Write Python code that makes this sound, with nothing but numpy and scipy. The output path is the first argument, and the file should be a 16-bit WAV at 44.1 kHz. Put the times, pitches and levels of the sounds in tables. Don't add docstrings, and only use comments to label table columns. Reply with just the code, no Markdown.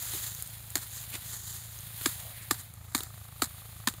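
import sys
import numpy as np
from scipy import signal
from scipy.fft import rfft, irfft
from scipy.io import wavfile

SR = 44100
rng = np.random.default_rng(int(sys.argv[2]) if len(sys.argv) > 2 else 0)


def materialize(psi):
    bounded = np.clip(np.atleast_2d(psi).T, -1, 1)
    quanta = np.round(bounded * 32767).astype(np.int16)
    wavfile.write(sys.argv[1], SR, quanta)


N = 176400
TIME = np.arange(N) / SR
CUTOFF_HZ = 15700


def from_db(db):
    return 10 ** (np.asarray(db) / 20)


def unit_rms(x):
    return x / np.sqrt(np.mean(x ** 2) + 1e-20)


def curves(rows):
    times_s, *columns = np.transpose(rows)
    return [np.interp(TIME, times_s, column) for column in columns]


def drift(rate_hz):
    control_hz = 100
    noise = rng.standard_normal(int(N / SR * control_hz) + 200)
    pole = np.exp(-2 * np.pi * rate_hz / control_hz)
    slow = signal.lfilter([1], [1, -2 * pole, pole * pole], noise)[190:]
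    return np.interp(TIME * control_hz, np.arange(len(slow)), unit_rms(slow))


def colour(x, spectrum):
    size = 8192
    hz, db = np.transpose(spectrum)
    bins_hz = np.maximum(np.arange(size // 2 + 1) * SR / size, 1)
    gain = from_db(np.interp(np.log(bins_hz), np.log(hz), db))
    gain /= np.hypot(1, (0.5 * hz[0] / bins_hz) ** 2)
    gain /= np.sqrt(np.mean(gain[bins_hz < CUTOFF_HZ] ** 2))
    cepstrum = irfft(np.log(gain))
    cepstrum[1:size // 2] *= 2
    cepstrum[size // 2 + 1:] = 0
    impulse = irfft(np.exp(rfft(cepstrum)))[:size // 2]
    return signal.fftconvolve(x, impulse)[:N]


def band(x, hz, width_hz, passes=1):
    radius = np.exp(-np.pi * width_hz / SR)
    feedback = [1, -2 * radius * np.cos(2 * np.pi * hz / SR), radius * radius]
    for _ in range(passes):
        x = unit_rms(signal.lfilter([1, 0, -1], feedback, x))
    return x


def grains(per_s, spread_db):
    sizes = from_db(spread_db * np.minimum(rng.exponential(1, N), 5))
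    signs = rng.choice([-1, 1], N)
    return unit_rms(sizes * signs * (rng.random(N) < per_s / SR))


def burst(start_s, rise_s, t60_s, start_db=-20):
    age = TIME - start_s
    db = np.where(age < rise_s, start_db * (1 - age / rise_s), -60 * (age - rise_s) / t60_s)
    return from_db(np.clip(db, -300, 0)) * (age >= 0)


def swell(centre_s, half_s):
    return np.exp(-0.5 * ((TIME - centre_s) / half_s) ** 2)


# frequency in Hz, relative gain in dB.
CRUNCH_SPECTRUM = [(130, -17), (220, -2.5), (400, -8), (540, -11.5), (760, -22.5), (1250, 0), (1800, 0),
                   (2300, -2), (2750, -7.5), (3500, 0.5), (4400, 1.5), (5200, -3), (5800, -14.5), (7000, 3),
                   (10000, -6.5), (16000, -7)]
CRUMB_SPECTRUM = [(120, -16), (220, 2.5), (460, -10), (800, -1.5), (1300, 1), (1900, 2.5), (2700, -15),
                  (4100, 2.5), (5700, -6.5), (7300, 5), (10000, 1.5), (16000, 0)]
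# start and rise in seconds, crunch level in dB, its 2.8-6 kHz edge and its
# treble in relative dB, crumb level in dB, crumb T60 in seconds, thud pitch near its peak in Hz,
# thud level in dB, then frequency in Hz and level in dB for each of three clack resonances.
BLOWS = [(0.7544, 0.001136, -17, -14.5, 3, -27.5, .11, 323, -32, 696, -35.5, 1617, -23.5, 2070, -28),
         (2.0580, .0016, -12.5, -3, -3, -28.5, 0.13, 314, -24, 760, -30, 1230, -20, 1630, -19.5),
         (2.5085, 0.0022, -15, -5, 0.5, -25, 0.12, 310, -27, 874, -24, 1174, -17.5, 1794, -19.5),
         (2.9477, 0.0019, -17.5, -1.5, 1.5, -28.5, 0.22, 292, -27, 1026, -28, 1184, -20.5, 2260, -31),
         (3.4187, 0.00271, -18, -1.5, -1, -23, 0.094, 304, -25, 730, -25, 1284, -18, 2290, -26),
         (3.8720, 0.0026, -15.5, 1.5, -2, -28.5, 0.12, 257, -26.5, 1055, -18, 1515, -22.5, 1760, -17.5)]


def blows():
    crust = grains(per_s=14000, spread_db=2.3)
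    low = signal.sosfiltfilt(signal.butter(2, 2800, "low", fs=SR, output="sos"), crust)
    treble = signal.sosfiltfilt(signal.butter(2, 6000, "high", fs=SR, output="sos"), crust)
    edge = crust - low - treble
    crunch = spray = body = 0
    for (start_s, rise_s, crunch_db, edge_db, treble_db, crumb_db, crumb_t60_s,
         thud_hz, thud_db, *modes) in BLOWS:
        grit = low + from_db(edge_db) * edge + from_db(treble_db) * treble
        crunch += from_db(crunch_db) * burst(start_s, rise_s, t60_s=0.019, start_db=-11) * grit
        spray += from_db(crumb_db) * burst(start_s, rise_s=0.0046, t60_s=crumb_t60_s)
        body += from_db(thud_db) * thud(start_s, thud_hz)
        for hz, db in zip(modes[::2], modes[1::2]):
            body += from_db(db) * clack(start_s + rise_s, hz)
    crumbs = spray * grains(per_s=5000, spread_db=5)
    return body + colour(crunch, CRUNCH_SPECTRUM) + colour(crumbs, CRUMB_SPECTRUM)


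def clack(peak_s, hz, rise_s=0.000901):
    start_s = peak_s - rise_s
    return burst(start_s, rise_s, t60_s=0.02) * np.sin(2 * np.pi * hz * (TIME - start_s))


def thud(start_s, hz, delay_s=0.0018, rise_s=0.0048, sag_per_s=24):
    age = np.maximum(TIME - start_s - delay_s, 0)
    envelope = (age / rise_s * np.exp(1 - age / rise_s)) ** 2
    onset_hz = 1.133 * hz
    cycles = onset_hz * (1 - np.exp(-sag_per_s * age)) / sag_per_s
    return envelope * np.sin(2 * np.pi * cycles)


# start in seconds, level in dB.
TAPS = [(0.135, -30), (0.148, -33), (0.768, -30), (1.131, -44), (1.139, -31.5), (1.153, -28.5),
        (1.786, -45), (2.0122, -34), (3.005, -29.5), (3.034, -39.5), (3.8841, -21.5), (3.938, -39)]
# frequency in Hz, relative gain in dB.
TAP_SPECTRUM = [(150, -9), (340, 7.5), (560, -9), (1300, -3), (2400, -8), (3800, 1), (5700, -11.5),
                (7300, -4.5), (16000, -3.5)]
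# centre and half length in seconds, level in dB.
SCUFFS = [(0.829, 0.016, -41.5), (1.151, 0.019, -39), (1.338, 0.0097, -38.5), (2.428, 0.0077, -45.5),
          (2.598, 0.013, -42.5), (3.004, 0.068, -46.5)]


def loose_soil():
    taps = sum(from_db(db) * burst(start_s, rise_s=0.0004, t60_s=0.026) for start_s, db in TAPS)
    taps *= grains(per_s=9000, spread_db=2.3)
    scuffs = sum(from_db(db) * swell(centre_s, half_s) for centre_s, half_s, db in SCUFFS)
    scuffs *= grains(per_s=4000, spread_db=0.5)
    return colour(taps, TAP_SPECTRUM) + colour(scuffs, CRUMB_SPECTRUM)


# centre and half length in seconds, band centre in Hz, level in dB.
RUBS = [(0.152, 0.012, 407, -56.5), (1.156, 0.016, 340, -58), (1.145, 0.013, 2500, -42.5),
        (2.267, 0.065, 690, -57.5), (2.4, 0.063, 2050, -56.5), (2.43, 0.026, 86, -46.5)]


def soil_rubs(width_octaves=0.7):
    friction = grains(per_s=5000, spread_db=2)
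    rubs = 0
    for centre_s, half_s, hz, db in RUBS:
        width_hz = hz * width_octaves * np.log(2)
        rubs += from_db(db) * swell(centre_s, half_s) * band(friction, hz, width_hz, passes=2)
    return rubs


# time in seconds, hiss level in dB, papery level in dB.
RUSTLE_LEVELS = [(0, -40, -39), (.14, -37.5, -38.5), (.27, -40.5, -39), (.33, -44, -43.5),
                 (.42, -44.5, -48), (.66, -48, -56.5), (.8, -45, -50.5), (.88, -45, -53), (.97, -44, -38.5),
                 (1.07, -44.5, -52.5), (1.21, -44, -52.5), (1.29, -44, -41.5), (1.37, -47, -39.5),
                 (1.42, -51, -45.5), (1.48, -50, -39.5), (1.57, -45.5, -42), (1.66, -48, -50.5),
                 (1.9, -44, -53), (2.0, -42, -50), (2.05, -37, -40.5), (2.16, -41, -45.5),
                 (2.3, -44.5, -53.5), (2.55, -47, -60), (2.64, -48.5, -57), (2.72, -56.5, -62.5),
                 (2.92, -57.5, -58.5), (3.1, -53, -59), (3.22, -50.5, -55.5), (3.31, -53.5, -63),
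                 (3.42, -48.5, -57), (3.62, -48.5, -57.5), (4, -53, -56.5)]
# frequency in Hz, relative gain in dB.
HISS_SPECTRUM = [(300, -21), (700, -6), (1100, -8.5), (1900, -4), (2650, -5.5), (3500, -1), (4200, -2),
                 (5700, -13.5), (7100, -17), (9000, 0.5), (12200, 1.5), (16000, 3)]
PAPERY_SPECTRUM = [(250, -17), (400, -13), (600, -30), (1000, -10.5), (1500, -9.5), (1900, -7.5),
                   (2450, -30), (3000, -11), (3800, -5.5), (4700, -7), (5600, -12.5), (6600, 1), (7300, 1),
                   (8700, -5.5), (10000, -4.5), (16000, -4)]


def stalk_rustle():
    flutter_db = drift(rate_hz=23)
    rustle = 0
    for db, spectrum in zip(curves(RUSTLE_LEVELS), [HISS_SPECTRUM, PAPERY_SPECTRUM]):
        ticks = from_db(db + flutter_db) * grains(per_s=14000, spread_db=3.5)
        rustle += colour(ticks, spectrum)
    return rustle


# start in seconds, level in dB, ring frequency in Hz.
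SNAPS = [(0.0248, -25.5, 7400), (0.3485, -30, 7200), (0.4233, -21.5, 11100), (0.4743, -38, 8800),
         (0.7034, -33, 8300), (0.8192, -39, 7100), (0.986, -39, 4400), (1.1014, -35, 14000),
         (1.729, -36.5, 6800), (1.788, -35, 6540), (1.8062, -35, 11700), (2.0108, -37, 11300),
         (2.019, -32, 11000), (2.0328, -32, 8500), (2.7377, -38.5, 12500), (3.033, -25.5, 7700),
         (3.4445, -38, 7600), (3.892, -39, 7300)]
# frequency in Hz, relative gain in dB.
SNAP_SPECTRUM = [(500, -32), (1500, -9), (2700, -35), (4000, -9.5), (5600, -18.5), (7300, 1), (10000, 0.5),
                 (11700, 2), (13500, 4), (16000, 7)]


def stalk_snaps(ring_db=-3.5):
    fibres = grains(per_s=24000, spread_db=3.7)
    crack = colour(fibres, SNAP_SPECTRUM)
    snaps = 0
    for start_s, db, hz in SNAPS:
        ring = from_db(ring_db) * band(fibres, hz, width_hz=580)
        snaps += from_db(db) * burst(start_s, rise_s=0.00081, t60_s=0.01) * (crack + ring)
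    return snaps


# time in seconds, firing rate in Hz.
FIRING_RATE = [(0, 27.85), (.9, 27.48), (1.7, 27.88), (2.4, 27.55), (2.8, 27.55), (3.25, 27.12),
               (3.75, 27.42), (4, 27.45)]
# multiple of the firing rate, rms level in dB.
EXHAUST_HARMONICS = [(1, -97), (2, -60.5), (3, -57), (4, -51), (5, -61), (6, -65), (7, -72.5), (8, -92.5)]
# frequency in Hz, relative gain in dB.
CLATTER_SPECTRUM = [(180, 7), (300, -3.5), (480, -4), (720, -1.5), (950, -8.5), (1250, 1), (1600, -8),
                    (2100, -3), (2700, -15.5), (4000, -5.5), (8000, -37.5)]
# centre in Hz, width per pass in Hz, relative level in dB.
KNOCK_MODES = [(768, 300, -6), (1170, 320, -3)]
# time in seconds, level in dB.
KNOCK_LEVEL = [(0, -70), (2.6, -73), (3.1, -59), (3.55, -61), (4, -59.5)]


def far_engine(waver_db=0.55, clatter_db=-64, lead_cycles=0.0514, knock_scatter_db=1.2):
    cycles = 0.15 + np.cumsum(curves(FIRING_RATE)[0]) / SR
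    load_db = waver_db * drift(rate_hz=2.7)
    puffs = sum(from_db(db + load_db) * np.sqrt(2) * np.cos(2 * np.pi * multiple * cycles)
                for multiple, db in EXHAUST_HARMONICS)
    gate = np.exp(1.95 * np.cos(2 * np.pi * (cycles + lead_cycles)))
    rattle = colour(gate * rng.standard_normal(N), CLATTER_SPECTRUM)
    clatter = from_db(clatter_db + load_db) * unit_rms(rattle)
    jitter_cycles = 0.012 * drift(rate_hz=20)
    firings = np.diff(np.floor(cycles + lead_cycles + jitter_cycles), prepend=0) > 0
    kicks = firings * from_db(knock_scatter_db * drift(rate_hz=6.7)) + 1e-18
    knock = sum(from_db(db) * band(kicks, hz, width_hz, passes=2) for hz, width_hz, db in KNOCK_MODES)
    return puffs + clatter + from_db(curves(KNOCK_LEVEL)[0]) * knock


# frequency in Hz, relative gain in dB.
AIR_SPECTRUM = [(20, -12), (45, -7.5), (75, 5.5), (130, 1), (200, -16), (400, -24), (750, -18.5),
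                (1300, -22), (2000, -24), (2600, -25), (4000, -54), (16000, -71)]


def open_air(level_db=-53.5):
    return from_db(level_db) * unit_rms(colour(rng.standard_normal(N), AIR_SPECTRUM))


def scene():
    digging = blows() + loose_soil() + soil_rubs()
    stalks = stalk_rustle() + stalk_snaps()
    return np.tile(digging + stalks + far_engine() + open_air(), (2, 1))


# frequency in Hz, relative gain in dB.
MIC_RESPONSE = [(30, -0.5), (6500, 1), (7350, 2), (7950, -2.5), (8650, 2.5), (9900, -1.5), (11100, 2),
                (13400, -2.5), (14900, 1.5), (16000, -11)]


def record(dry):
    heard = np.array([colour(channel, MIC_RESPONSE) for channel in dry])
    lowpass = signal.ellip(12, 0.1, 80, CUTOFF_HZ, fs=SR, output="sos")
    return signal.sosfilt(lowpass, heard)


dry = scene()
out = record(dry)
materialize(out)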